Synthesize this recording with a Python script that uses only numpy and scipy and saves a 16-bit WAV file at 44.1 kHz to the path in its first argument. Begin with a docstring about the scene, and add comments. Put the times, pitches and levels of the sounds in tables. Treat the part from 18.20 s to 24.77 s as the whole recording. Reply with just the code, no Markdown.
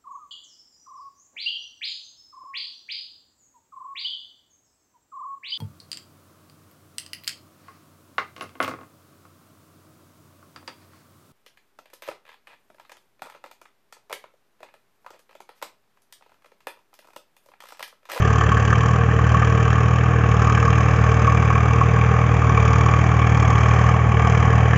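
"""A chugging, clattering three-cylinder diesel: a tractor drags a tiller through a flooded field.
Every firing gives a thud from the exhaust stack, a knock in the block and a spit of injector hiss.
The driveline clanks under load, the cooling fan hums, and churned mud and water wash underneath.
An echo off the standing water colours the clatter, shifting as the tractor slowly comes nearer."""
import sys
import numpy as np
from scipy import signal
from scipy.fft import rfft, irfft, next_fast_len
from scipy.io import wavfile
from scipy.ndimage import uniform_filter1d

SR = 44100
rng = np.random.default_rng(int(sys.argv[2]) if len(sys.argv) > 2 else 0)


def file_out(sig):
    """Save sig as 16-bit WAV at sys.argv[1]."""
    # one column per channel
    cols = np.atleast_2d(sig).T
    # limit, then scale
    lim = np.clip(cols, -1, 1)
    pcm = np.round(lim * 32767).astype(np.int16)
    wavfile.write(sys.argv[1], SR, pcm)


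N = 289737

# The engine hunts with the load. Each row: time in seconds, firings per second.
ENGINE_SPEED = [(0.0, 37.487), (0.31, 37.116), (0.76, 39.774), (0.9, 38.849), (1.54, 38.898),
                (1.88, 40.015), (2.11, 38.217), (2.54, 39.079), (2.64, 38.528), (3.15, 39.088),
                (3.26, 38.707), (4.0, 39.846), (4.44, 37.803), (4.79, 39.564), (5.31, 38.143),
                (5.77, 39.789), (5.89, 38.875), (6.57, 39.077)]
# The governor's answer to the drag of the mud. Each row: time in seconds, fuel in dB about its norm.
FUEL_CURVE = [(0.0, 2.7), (0.69, 2.2), (0.88, -4), (1.09, 1), (1.64, 1.1), (1.99, -3), (2.25, 3.5),
              (2.73, 1), (3.09, 1.3), (4.09, -2), (4.48, 3), (4.93, 0), (5.36, 3), (5.69, 1.4),
              (5.81, -6.5), (6.08, 2.5), (6.45, -1.5), (6.57, 0.2)]
# The limp in the beat. Each entry: one cylinder's strength in dB.
CYLINDER_ACCENTS = [1.3, 3.1, 1.3]
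# Exhaust note; thirds come from unequal cylinders. Each row: multiple of the firing rate, relative dB.
EXHAUST_ORDERS = [(1, -31), (5 / 3, -25.5), (2, -3), (8 / 3, -16), (3, -0.043), (4, -8.5), (14 / 3, -32.5),
                  (5, -17), (17 / 3, -33.5), (6, -32), (7, -27.5), (8, -40), (29 / 3, -28.5)]
# Fan hum. Each row: multiple of the blade rate, level in dB.
FAN_TONES = [(2, -40.5), (3, -37)]
# Colours of the gas rumble and the muddy wash. Each row: frequency in Hz, relative density in dB.
RUMBLE_COLOUR = [(20, -47), (40, -40), (62, 0.5), (100, 1), (150, 3), (210, 3), (270, -5), (340, -12.5),
                 (600, -36.5), (1500, -60.5)]
WASH_COLOUR = [(20, -34), (50, -8), (200, 4), (340, -12), (600, 3.5), (950, -14.5), (1400, -1.5),
               (2000, -5), (2800, -13), (3400, -25), (4200, -36.5), (6500, -22), (8000, -34.5)]
# How each metal part rings. Each row: pitch in Hz, width in Hz, relative level in dB.
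SUMP_MODES = [(405, 16, -15.5), (456, 44, 1.5), (491, 70, -9), (703, 150, -5.5), (770, 110, -8.5),
              (813, 87, -19.5)]
BLOCK_MODES = [(1354, 120, -4.5), (1572, 50, 2), (1680, 66, 2.5), (1761, 42, 0.5), (1857, 140, -14.5)]
HEAD_MODES = [(2246, 130, -6), (2268, 39, 2), (2342, 100, 3)]
COVER_MODES = [(2707, 90, 3.5), (2997, 260, 0), (3138, 120, -3), (3370, 100, -33)]
DRIVELINE_MODES = [(1095, 21, -5.5), (1124, 40, 13), (1191, 55, 7.5), (1207, 61, -11)]
INJECTOR_MODES = [(4120, 180, -13.5), (4950, 180, -8), (5470, 560, -5), (5980, 210, -3), (6360, 550, 1.5),
                  (6810, 330, -6), (7250, 360, -26)]
# Hard clanks. Each row: time in seconds, level in dB, share of block ring in dB, both before trim.
CLANK_CUES = [(0.2119, -14, -7), (0.3172, -14, -11), (0.3706, -17, -1), (0.5057, -18, -1),
              (0.5284, -12, -4), (0.9901, -14, -6), (1.1453, -14, -9), (1.2241, -14, -12),
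              (2.2992, -13, -13), (2.3765, -12, -13), (2.4274, -14, -10), (2.4798, -14, -13),
              (3.0764, -8, -18), (3.1208, -15, -12), (3.3034, -14, -14), (3.3563, -13, -12),
              (3.6122, -9, -20), (4.376, -10, -21), (4.6623, -14, -15), (4.7376, -14, -15),
              (5.3577, -11, -17), (5.6905, -14, -13), (6.0487, -13, -10), (6.5344, -12, -6)]
# The mix, before trims. Each fader: starting level in dB, change in dB per second, dB per dB of fuel.
EXHAUST_FADER = (-18, 0.19, .08)
SUMP_FADER = (-27.5, 0.3, .08)
BLOCK_FADER = (-30.5, -.04, .25)
HEAD_FADER = (-40, 0.74, .15)
COVER_FADER = (-41.5, 0.03, .35)
DRIVELINE_FADER = (-29, .08, 0.52)

START_DISTANCE_M, APPROACH_M_PER_S = 17.0, .913
ENGINE_HEIGHT_M, EAR_HEIGHT_M, SOUND_M_PER_S = 1.15, 1.7, 343


def from_db(db):
    """Decibels to gain."""
    return 10 ** (np.asarray(db) / 20)


def rms_one(x):
    """Scale to rms 1."""
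    return x / np.sqrt(np.mean(x ** 2) + 1e-20)


def in_time(curve):
    """A curve's value at every sample."""
    return np.interp(np.arange(N) / SR, *np.transpose(curve))


def ride(fader, fuel_db, trim_db=0):
    """Gain of one part: a steady slope in dB, swinging with the fuel."""
    start_db, db_per_s, per_fuel = fader
    return from_db(start_db + db_per_s * np.arange(N) / SR + per_fuel * fuel_db + trim_db)


def drift(rate_hz):
    """A smooth random wander of spread 1, mostly slower than rate_hz."""
    step, run_in = 40, 2000
    pole = np.exp(-2 * np.pi * rate_hz * step / SR)
    white = rng.standard_normal(N // step + run_in + 2)
    slow = signal.lfilter([1], [1, -2 * pole, pole * pole], white)[run_in:]
    return np.interp(np.arange(N) / step, np.arange(len(slow)), rms_one(slow))


def noise(colour):
    """Steady noise of a given colour, rms 1."""
    hz, db = np.transpose(colour)
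    size = next_fast_len(N)
    bins = np.maximum(np.fft.rfftfreq(size, 1 / SR), 1)
    gain = from_db(np.interp(np.log(bins), np.log(hz), db))
    return rms_one(irfft(rfft(rng.standard_normal(size)) * gain, size)[:N])


def body(force, modes):
    """A metal part rings at its resonances and radiates little outside their range."""
    ring = 0
    for hz, width, db in modes:
        r = np.exp(-np.pi * width / SR)
        poles = [1, -2 * r * np.cos(2 * np.pi * hz / SR), r * r]
        ring = ring + from_db(db) * (1 - r * r) / 2 * signal.lfilter([1, 0, -1], poles, force + 1e-18)
    edges = [modes[0][0] * .85, modes[-1][0] * 1.08]
    return signal.sosfilt(signal.butter(3, edges, "band", fs=SR, output="sos"), ring)


def bursts(firing, delay, rise, decay, scatter_db, floor):
    """One accented swell per firing over a steady floor, rms 1; times are in firing periods."""
    index, age = np.divmod(firing - delay + 1, 1)
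    index = index.astype(int)
    accent_db = np.array(CYLINDER_ACCENTS)[(index - 1) % 3]
    strength = from_db(accent_db + scatter_db * rng.standard_normal(400)[index])
    shape = (1 - np.exp(-(age / rise) ** 2)) * np.exp(-age / decay)
    return rms_one(strength * shape / shape.max() + floor)


def blows(firing, delay, jitter, scatter_db):
    """One sharp hit per firing, loose in timing and weight, rms 1; times are in firing periods."""
    count = np.arange(np.ceil(firing[0]), np.floor(firing[-1]))
    late, strong = rng.standard_normal((len(count), 2)).T
    at = np.interp(count + delay + jitter * late, firing, np.arange(N)).astype(int)
    force = np.zeros(N)
    force[at] = from_db(np.array(CYLINDER_ACCENTS)[count.astype(int) % 3] + scatter_db * strong)
    return rms_one(force)


def impacts(per_s, spread_db):
    """A shower of tiny metal contacts of uneven size, rms 1."""
    sizes = from_db(spread_db * np.clip(rng.standard_normal(N), -2, 2)) * rng.choice([-1, 1], N)
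    return rms_one(sizes * (rng.random(N) < per_s / SR))


def mud_wash(fuel_db, trim_db=-5, swell_db=1.0):
    """Wheels and tiller churn mud and water: a softly swelling bed that rides the sump's fader."""
    return ride(SUMP_FADER, fuel_db, trim_db + swell_db * drift(2.3)) * noise(WASH_COLOUR)


def over_water(sound, reflection=.29):
    """The water mirrors the engine; the echo lags more as it nears, so a comb of notches slides down."""
    sample = np.arange(N)
    distance = START_DISTANCE_M - APPROACH_M_PER_S * sample / SR
    direct = np.hypot(distance, EAR_HEIGHT_M - ENGINE_HEIGHT_M)
    mirrored = np.hypot(distance, EAR_HEIGHT_M + ENGINE_HEIGHT_M)
    lag = (mirrored - direct) / SOUND_M_PER_S * SR
    return sound + reflection * np.interp(sample - lag, sample, sound)


def injector_hiss(firing, fuel_db, level_db=-46):
    """Each injection spits and rings in the pipes; on little fuel the ticks sink into a sizzle."""
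    spit = bursts(firing, delay=-.038, rise=.25, decay=.14, scatter_db=1.5, floor=.066)
    spray = (from_db(2 * fuel_db) * spit + .33) * rng.standard_normal(N)
    return from_db(level_db) * rms_one(body(spray, INJECTOR_MODES))


def fan_hum(firing, blades_per_firing=3.91, waver_db=3.0, wobble_cycles=.056):
    """Belt-driven blades hum, following the engine's speed but out of step with its beat."""
    blade = blades_per_firing * firing + wobble_cycles * drift(1.66)
    return sum(np.sqrt(2) * from_db(db + waver_db * drift(2.0)) * np.sin(2 * np.pi * multiple * blade)
               for multiple, db in FAN_TONES)


def top_end_clatter(firing, fuel_db, valves):
    """Combustion cracks and seating valves ring the head and its cover: the bright edge of the knock."""
    crack = bursts(firing, delay=-.023, rise=.062, decay=.2, scatter_db=2.0, floor=.051)
    stroke = crack * impacts(6000, spread_db=1.5)
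    stroke += .28 * blows(firing, delay=.062, jitter=.046, scatter_db=3.0)
    churn = .74 * rng.standard_normal(N) + .26 * valves
    head = rms_one(body(from_db(.5 * fuel_db) * stroke + churn, HEAD_MODES))
    cover = rms_one(body(from_db(.44 * fuel_db) * stroke + .8 * churn, COVER_MODES))
    return ride(HEAD_FADER, fuel_db) * head + ride(COVER_FADER, fuel_db, trim_db=-1) * cover


def block_knock(firing, fuel_db, valves):
    """Combustion strikes the block; more fuel lifts each bang out of the churn of moving parts."""
    bang = bursts(firing, delay=-.071, rise=.18, decay=.14, scatter_db=2.0, floor=.081)
    shower = (from_db(.24 * fuel_db) * bang + .72) * impacts(5000, spread_db=2.5)
    strike = blows(firing, delay=.0645, jitter=.03, scatter_db=3.0)
    ring = rms_one(body(shower + .5 * strike + .46 * valves, BLOCK_MODES))
    return ride(BLOCK_FADER, fuel_db, trim_db=-2.2) * ring


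def sump_slap(firing, fuel_db):
    """Each firing sends a long shower of contacts through sump and bonnet: the hollow low mids."""
    slap = bursts(firing, delay=-.17, rise=.035, decay=1.0, scatter_db=0, floor=.12)
    ring = rms_one(body(slap * impacts(4000, spread_db=1.0), SUMP_MODES))
    return ride(SUMP_FADER, fuel_db, trim_db=-1) * ring


def gear_rattle(firing, fuel_db):
    """Slack gears are knocked forward by each firing, chatter, and fall back later in the period."""
    drive = blows(firing, delay=.0973, jitter=.0471, scatter_db=1.7)
    shake = bursts(firing, delay=-.0097, rise=.14, decay=.23, scatter_db=2.5, floor=.2)
    chatter = shake * impacts(5000, spread_db=.5)
    rebound = blows(firing, delay=.64, jitter=.035, scatter_db=6.0)
    ring = rms_one(body(.5 * drive + chatter + .17 * rebound, DRIVELINE_MODES))
    # a soft limiter evens out the rattle's loudest swings
    swing = uniform_filter1d(ring ** 2, size=SR // 100)
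    return ride(DRIVELINE_FADER, fuel_db) * rms_one(ring / np.sqrt(1 + .16 * swing))


def driveline_clanks(trim_db=-1.8, block_trim_db=4.5, build_s=.003, chatter_s=.014):
    """Now and then the driveline takes up its slack in one hard blow, and the teeth chatter out."""
    track = np.zeros(N)
    blow = signal.unit_impulse(SR // 10)
    age = np.arange(len(blow)) / SR
    build = 1 - np.exp(-age / build_s)
    ring, block = build * body(blow, DRIVELINE_MODES), build * body(blow, BLOCK_MODES)
    for start_s, db, share_db in CLANK_CUES:
        teeth = .035 * rng.standard_normal(len(blow)) * build * np.exp(-age / chatter_s)
        clank = (ring + body(teeth, DRIVELINE_MODES)) / np.abs(ring).max()
        clank += from_db(share_db + block_trim_db) * block / np.abs(block).max()
        at = round(start_s * SR) - np.argmax(np.abs(ring)) // 2
        track[at:at + len(clank)] += from_db(db + trim_db) * clank[:N - at]
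    return track


def exhaust_thud(firing, speed, fuel_db, lag_periods=.179, waver_db=.35):
    """The orders meet in a suction dip just after the firing; the gas rumbles more as the engine lugs."""
    phase = 2 * np.pi * (firing - lag_periods)
    note = -sum(np.sqrt(2) * from_db(db + waver_db * drift(3.0)) * np.cos(order * phase)
                for order, db in EXHAUST_ORDERS)
    lugging = speed.mean() - speed
    rumble = from_db(-12 + 1.6 * lugging) * noise(RUMBLE_COLOUR)
    return ride(EXHAUST_FADER, fuel_db) * (note + rumble)


def scene():
    """Exhaust up front, machinery coloured by the water's echo, mud underneath; mono."""
    speed, fuel_db = in_time(ENGINE_SPEED), in_time(FUEL_CURVE)
    firing = 2.25 + np.cumsum(speed) / SR  # running count of firings: the engine's clock
    sump = sump_slap(firing, fuel_db)
    valves = blows(firing, delay=.45, jitter=.025, scatter_db=6.5)  # they seat between firings
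    casing = sump + block_knock(firing, fuel_db, valves) + top_end_clatter(firing, fuel_db, valves)
    thud = exhaust_thud(firing, speed, fuel_db)
    gears = gear_rattle(firing, fuel_db) + driveline_clanks()
    hiss = injector_hiss(firing, fuel_db)
    wash = mud_wash(fuel_db)
    return (thud + over_water(fan_hum(firing) + casing + gears + hiss) + wash)[None]


def record(dry, cutoff_hz=7520):
    """A steep low-pass takes the air off the top."""
    return signal.sosfilt(signal.ellip(12, .2, 80, cutoff_hz, fs=SR, output="sos"), dry)


dry = scene()
out = record(dry)
file_out(out)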